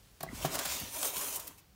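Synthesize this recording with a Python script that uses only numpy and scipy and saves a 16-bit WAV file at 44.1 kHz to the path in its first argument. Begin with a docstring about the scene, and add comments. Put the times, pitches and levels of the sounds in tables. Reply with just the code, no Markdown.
"""A dry sheet, probably paper, is pulled along beside a toaster in a small, quiet kitchen, heard close up
in mono. It first stirs faintly over a low handling rumble. At 0.2 s knocks excite the damped modes of a
hollow body and creases begin to crunch and snap; soft bumps and a tiny stick-slip squeak follow. From 0.3 s
and again from 0.9 s, friction draws a stroke of crackle and hollow rubbing from the sheet, with more creases
on the way. Near 1.5 s light touches leave a faint high ring as the second stroke dies away."""
import sys
import numpy as np
from scipy import signal
from scipy.io import wavfile
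from scipy.ndimage import uniform_filter1d

SR = 44100
rng = np.random.default_rng(int(sys.argv[2]) if len(sys.argv) > 2 else 0)


def unload_wav(signal):
    """Save mono or channel-first audio to the path in sys.argv[1] as 16-bit WAV at rate SR, clipped to [-1, 1]."""
    wavfile.write(
        sys.argv[1],
        SR,
        np.round(np.clip(np.atleast_2d(signal).T, -1, 1) * 32767).astype(np.int16),
    )


N = 77175
T = np.arange(N) / SR


def amp(db):
    """Amplitude ratio: a factor of ten per 20 dB."""
    return 10 ** (np.asarray(db) / 20)


def unit(x):
    """Normalisation to an rms of 1."""
    return x / np.sqrt(np.mean(x ** 2) + 1e-20)


def at_frequency(points, hz):
    """Interpolation on a logarithmic frequency axis."""
    f, value = np.transpose(points)
    return np.interp(np.log(hz + 1), np.log(f + 1), value)


def colour(x, spectrum, size=8192):
    """Minimum-phase filtering: the magnitude spectrum determines a causal response."""
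    log_gain = np.log(amp(at_frequency(spectrum, abs(np.fft.fftfreq(size, 1 / SR)))))
    taps = np.fft.ifft(np.exp(np.conj(signal.hilbert(log_gain)))).real
    return signal.fftconvolve(x, taps[:size // 2])[:N]


def grains(spread_db, per_s=12000):
    """Shot noise: tiny slips are impulses of random time, sign and size."""
    size = amp(spread_db * np.minimum(rng.exponential(1, N), 4))
    return unit(size * rng.choice([-1., 1.], N) * (rng.random(N) < per_s / SR))


# Spectrum of the kitchen air (frequency [Hz], relative level [dB])
AIR_SPECTRUM = [(20, 10), (60, -7), (100, -1.5), (200, -12), (350, -15.5), (800, -19.5), (2000, -25),
                (5000, -24), (10000, -31), (16000, -24)]
def air(level_db=-58.5):
    """Stationary noise: the steady background of the room."""
    return amp(level_db) * unit(colour(rng.standard_normal(N), AIR_SPECTRUM))


# Envelope of the first rustle (time [s], level [dB])
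STIR_ENVELOPE = [(0, -67.5), (.09, -67), (.19, -68), (.27, -64.5), (.36, -50), (.45, -85)]
# Its spectrum (frequency [Hz], relative level [dB])
STIR_SPECTRUM = [(100, -2), (400, 9), (1200, 4), (3000, 6), (6000, 5), (10000, 4.5), (16000, -3)]
def stir():
    """Friction noise: the sheet slips faintly before it is pulled."""
    envelope = amp(np.interp(T, *np.transpose(STIR_ENVELOPE)))
    return envelope * unit(colour(grains(spread_db=2.5), STIR_SPECTRUM))


# Envelope of the handling rumble (time [s], level [dB])
RUMBLE_ENVELOPE = [(0, -64), (.23, -70), (.28, -49), (.42, -51), (.5, -50), (.62, -58), (.72, -59),
                   (.8, -59.5), (.95, -60.5), (1.3, -66), (1.75, -68.5)]
# Its spectrum (frequency [Hz], relative level [dB])
RUMBLE_SPECTRUM = [(20, -8), (50, 7.5), (100, -0.5), (170, -2), (300, -23), (800, -80), (3000, -69)]
def rumble():
    """Amplitude-modulated noise: a low band swells and fades with the handling."""
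    envelope = amp(np.interp(T, *np.transpose(RUMBLE_ENVELOPE)))
    return envelope * unit(colour(rng.standard_normal(N), RUMBLE_SPECTRUM))


# Impacts on a hollow body (time [s], level [dB], contact time [s], low-mode boost [dB])
IMPACTS = [(.2075, -38.5, 0.00034, 5.5), (0.234, -26.5, 0.0005, 0.5), (.2635, -41, 0.00052, 8.5),
           (0.4474, -15, 0.0012, 1.5), (.4615, -31.5, 0.00018, 2), (1.374, -48, .0005, 8.5)]
# Its modes (frequency [Hz], relative level [dB], decay time T60 [s])
BODY_MODES = [(159.7, -12.5, 0.11), (288, -11, 0.04), (368, -13.5, 0.062), (672, -4, 0.046),
              (746, -0.5, 0.026), (941, -14, 0.062), (1104, -5, 0.037), (1622, -2.5, 0.017)]
def knocks(low_modes_below_hz=450, rise_s=0.001):
    """Modal vibration: each impact rings the same damped modes; longer contact weakens the high ones."""
    out = np.zeros(N)
    for s, db, contact_s, boost_db in IMPACTS:
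        t = np.maximum(T - s, 0)
        attack = 1 - np.exp(-t / rise_s)
        for hz, mode_db, t60 in BODY_MODES:
            start_db = db + mode_db + boost_db * (hz < low_modes_below_hz)
            decay = amp(start_db - 60 * t / t60) / (1 + (hz * contact_s) ** 2)
            out += attack * decay * np.sin(2 * np.pi * hz * t)
    return out


# Crushing creases (peak time [s], rise width [s], level [dB], spectral tilt [dB/octave])
CREASE_CLUSTERS = [(.208, 0.0016, -41.5, -2), (0.2317, 0.0014, -33, 4.5), (0.453, 0.0031, -33.5, -2),
                   (0.547, .004, -34.5, 0), (0.554, 0.0017, -32.5, 0.5), (0.594, 0.0014, -30, -1),
                   (0.656, 0.0036, -33.5, -1.5), (.801, 0.0026, -36, 8), (.945, 0.004, -43.5, 1),
                   (1.0304, 0.002, -33, -0.5), (1.049, 0.0014, -39, -5.5), (1.1682, 0.00053, -31.5, -2.5),
                   (1.181, 0.0018, -31, 10), (1.213, 0.0027, -36.5, -0.5), (1.362, 0.0024, -29, 8.5),
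                   (1.399, 0.0026, -35.5, 4), (1.472, 0.00099, -41, 2.5), (1.478, 0.0019, -35.5, 6),
                   (1.584, .006, -55.5, 1)]
def crunches(corner_hz=600, fall_to_rise=2.35):
    """Impulse clusters: a crushed crease emits grains under a skewed Gaussian envelope."""
    out = np.zeros(N)
    for s, width, db, tilt in CREASE_CLUSTERS:
        spectrum = [(corner_hz / 4, -25), (corner_hz, 0), (SR / 2, tilt * np.log2(SR / 2 / corner_hz))]
        age = (T - s) / np.where(T < s, width, width * fall_to_rise)
        out += amp(db) * np.exp(-.5 * age ** 2) * unit(colour(grains(spread_db=1.5), spectrum))
    return out


# Single creases giving way (time [s], level [dB])
CREASE_SNAPS = [(.2312, -24), (.5843, -16), (.5901, -8.5), (.612, -23), (.635, -24), (.963, -22),
                (1.0300, -9), (1.0495, -24), (1.1680, -13.5), (1.4790, -24)]
# Spectrum of a snap (frequency [Hz], gain [dB])
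SNAP_SPECTRUM = [(100, -22), (600, -1), (2000, 0), (6000, 1), (10000, -.5), (16000, -6)]
def snaps(dispersion=.55):
    """Dispersion: each crease releases one impulse, whose treble arrives just before its bass."""
    impulses = np.zeros(N)
    for s, db in CREASE_SNAPS:
        impulses[round(s * SR)] = amp(db)
    dispersed = signal.lfilter([-dispersion, 1], [1, -dispersion], impulses)  # all-pass
    return colour(dispersed, SNAP_SPECTRUM)


def early_reflections(x, decay_s=.003, level_db=-4, low_cut_hz=1200):
    """Scattering: quick reflections off the counter and toaster thicken each click."""
    t = T[:SR // 20]
    response = rng.standard_normal(len(t)) * np.exp(-t / decay_s)
    response = signal.sosfilt(signal.butter(2, low_cut_hz, "high", fs=SR, output="sos"), response)
    return x + amp(level_db) * signal.fftconvolve(x, response / np.linalg.norm(response))[:N]


# Soft handling bumps (time [s], level [dB], frequency [Hz], decay time T60 [s])
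HANDLING_BUMPS = [(.262, -50, 65, .12), (0.296, -27.5, 226, 0.022), (0.301, -47, 74.4, 0.079),
                  (0.3298, -18.5, 257, 0.02), (0.34, -34, 80, 0.11), (0.423, -36, 75, 0.12),
                  (0.528, -47, 93, 0.25), (0.659, -42.5, 169, 0.12), (0.676, -43.5, 65.4, 0.23),
                  (0.811, -34.5, 170, 0.051), (0.821, -34, 87, 0.1), (0.833, -29, 236, 0.027),
                  (1.169, -34, 167, 0.042), (1.381, -61, 93, 0.2)]
def bumps(rise_s=0.0053):
    """Damped oscillation: each soft contact sets one low mode swinging."""
    out = np.zeros(N)
    for s, db, hz, t60 in HANDLING_BUMPS:
        t = np.maximum(T - s, 0)
        attack = 1 - np.exp(-t / rise_s)
        out += attack * amp(db - 60 * t / t60) * np.sin(2 * np.pi * hz * t)
    return out


# Pulses of the squeak (peak time [s], Gaussian width [s], level [dB], frequency [Hz])
SQUEAK_PULSES = [(0.28, .0025, -47.5, 2010), (.290, 0.0013, -37, 2000)]
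def squeak():
    """Stick-slip oscillation: friction sustains a tone for a few milliseconds."""
    return sum(amp(db) * np.exp(-.5 * ((T - s) / width) ** 2) * np.sin(2 * np.pi * hz * T)
               for s, width, db, hz in SQUEAK_PULSES)


def resonate(x, hz, bandwidth_hz):
    """Forced response of a single resonance, scaled to an rms of 1."""
    pole = np.exp((-np.pi * bandwidth_hz + 2j * np.pi * hz) / SR)
    return unit(signal.lfilter([1], [1, -pole], x).real)


def drift(x, depth_db=3, patch_s=0.068, patch_hz=170):
    """Spectral modulation: random patches of gain shift the timbre as the sheet moves."""
    spectra = signal.stft(x, SR, nperseg=512)[2]
    patches = uniform_filter1d(rng.standard_normal(spectra.shape), round(patch_hz * 512 / SR), axis=0)
    patches = uniform_filter1d(patches, round(patch_s * SR / 256), axis=1)
    return signal.istft(spectra * amp(depth_db * unit(patches)), SR, nperseg=512)[1][:N]


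# Envelopes of the two strokes (time [s], crackle level [dB], rubbing level [dB])
FIRST_PULL = [(0.31, -71, -53), (0.355, -46.5, -61), (0.4, -45, -49), (0.435, -38.5, -46.5),
              (0.49, -47.5, -49), (0.53, -39.5, -43.5), (0.575, -44.5, -40), (0.61, -41.5, -44.5),
              (0.68, -38, -55), (0.73, -35, -47), (0.78, -40, -47.5), (0.84, -43, -53.5),
              (0.895, -45.5, -53.5)]
SECOND_PULL = [(0.895, -49, -59), (0.95, -39.5, -48.5), (1.01, -38, -48.5), (1.06, -32.5, -44.5),
               (1.078, -33.5, -48.5), (1.12, -42.5, -51.5), (1.17, -36, -46.5), (1.26, -37.2, -47),
               (1.325, -39, -51), (1.36, -35, -51), (1.39, -48, -49), (1.45, -49, -56), (1.5, -56, -56.2),
               (1.56, -63, -70.5), (1.64, -87, -83)]
# Spectra of their crackle (frequency [Hz], relative level [dB])
FIRST_CRACKLE = [(200, -67), (700, -11.5), (1400, -4.5), (3000, 4.5), (4800, 2), (6800, 5.5), (10000, -0.5),
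                 (16000, 1)]
SECOND_CRACKLE = [(200, -13), (700, -30), (1400, -23.5), (2700, 2), (4600, -3.5), (6500, 4.5), (8000, 2),
                  (9500, 6), (10600, 1.5), (12700, 4.5), (16000, 1)]
# Resonances under the rubbing (frequency [Hz], bandwidth [Hz], relative level [dB])
RUB_RESONANCES = [(296, 41, -3.5), (405, 33, -5.5), (555, 200, -2), (618, 72, -7), (746, 330, -1),
                  (946, 59, -3), (1034, 260, -4)]
def stroke(envelopes, spectrum, edge_s=.06, flutter_db=.6, flutter_s=0.0088):
    """Sliding friction: the same slips crackle and drive resonances, fluttering as the sheet catches."""
    s, crackle_db, rub_db = np.transpose(envelopes)
    gate = np.clip(np.minimum(T - s[0], s[-1] - T) / edge_s + .5, 0, 1) ** .5
    catching = unit(uniform_filter1d(rng.standard_normal(N), int(flutter_s * SR)))
    slips = grains(spread_db=2.5)
    crackle = unit(drift(colour(slips, spectrum))) * amp(np.interp(T, s, crackle_db))
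    hollow = sum(amp(db) * resonate(slips, hz, width) for hz, width, db in RUB_RESONANCES)
    rub_band = signal.butter(2, [200, 1600], "band", fs=SR, output="sos")
    rub = unit(signal.sosfilt(rub_band, drift(hollow))) * amp(np.interp(T, s, rub_db))
    return gate * amp(flutter_db * catching) * (crackle + rub)


# Light touches (time [s], level [dB])
TOUCHES = [(1.478, -52), (1.579, -61), (1.590, -59)]
def tinks(hz=2610, t60=0.046):
    """Free decay: one faint, high mode rings after each touch."""
    ages = [(np.maximum(T - s, 0), db) for s, db in TOUCHES]
    return sum(amp(db - 60 * t / t60) * np.sin(2 * np.pi * hz * t) for t, db in ages)


# Reverberation of the kitchen (frequency [Hz], decay time T60 [s])
REVERB_TIMES = [(100, 0.39), (500, 0.24), (2000, 0.42), (8000, 0.078), (16000, 0.071)]
def kitchen(x, room_db, onset_s=0.005):
    """Reverberation: a short diffuse tail decays exponentially, its treble first."""
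    t = T[:SR // 2]
    noise = rng.standard_normal(len(t)) * np.minimum(t / onset_s, 1)
    hz, age, spectra = signal.stft(noise, SR, nperseg=256)
    decay = amp(-60 * age / at_frequency(REVERB_TIMES, hz)[:, None])
    tail = signal.istft(spectra * decay, SR, nperseg=256)[1][:len(t)]
    return x + amp(room_db) * signal.fftconvolve(x, tail / np.linalg.norm(tail))[:N]


def scene():
    """Superposition: all sources add at one point, giving two identical channels."""
    rustle = stir() + stroke(FIRST_PULL, FIRST_CRACKLE) + stroke(SECOND_PULL, SECOND_CRACKLE)
    contacts = rumble() + knocks() + bumps() + squeak() + tinks()
    creases = crunches() + early_reflections(snaps())
    mono = air() + kitchen(rustle, room_db=-15)
    mono += kitchen(contacts, room_db=-13) + kitchen(creases, room_db=-7)
    return np.array([mono, mono])


def record(dry, bass_hz=42, treble_hz=15790):
    """Band limiting: the microphone rolls off the bass, and a steep low-pass ends the treble."""
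    x = signal.sosfilt(signal.butter(4, bass_hz, "high", fs=SR, output="sos"), dry)
    low_pass = signal.firwin(511, treble_hz, window=("kaiser", 9), fs=SR)
    return signal.oaconvolve(x, low_pass[None], "same")


dry = scene()
out = record(dry)
unload_wav(out)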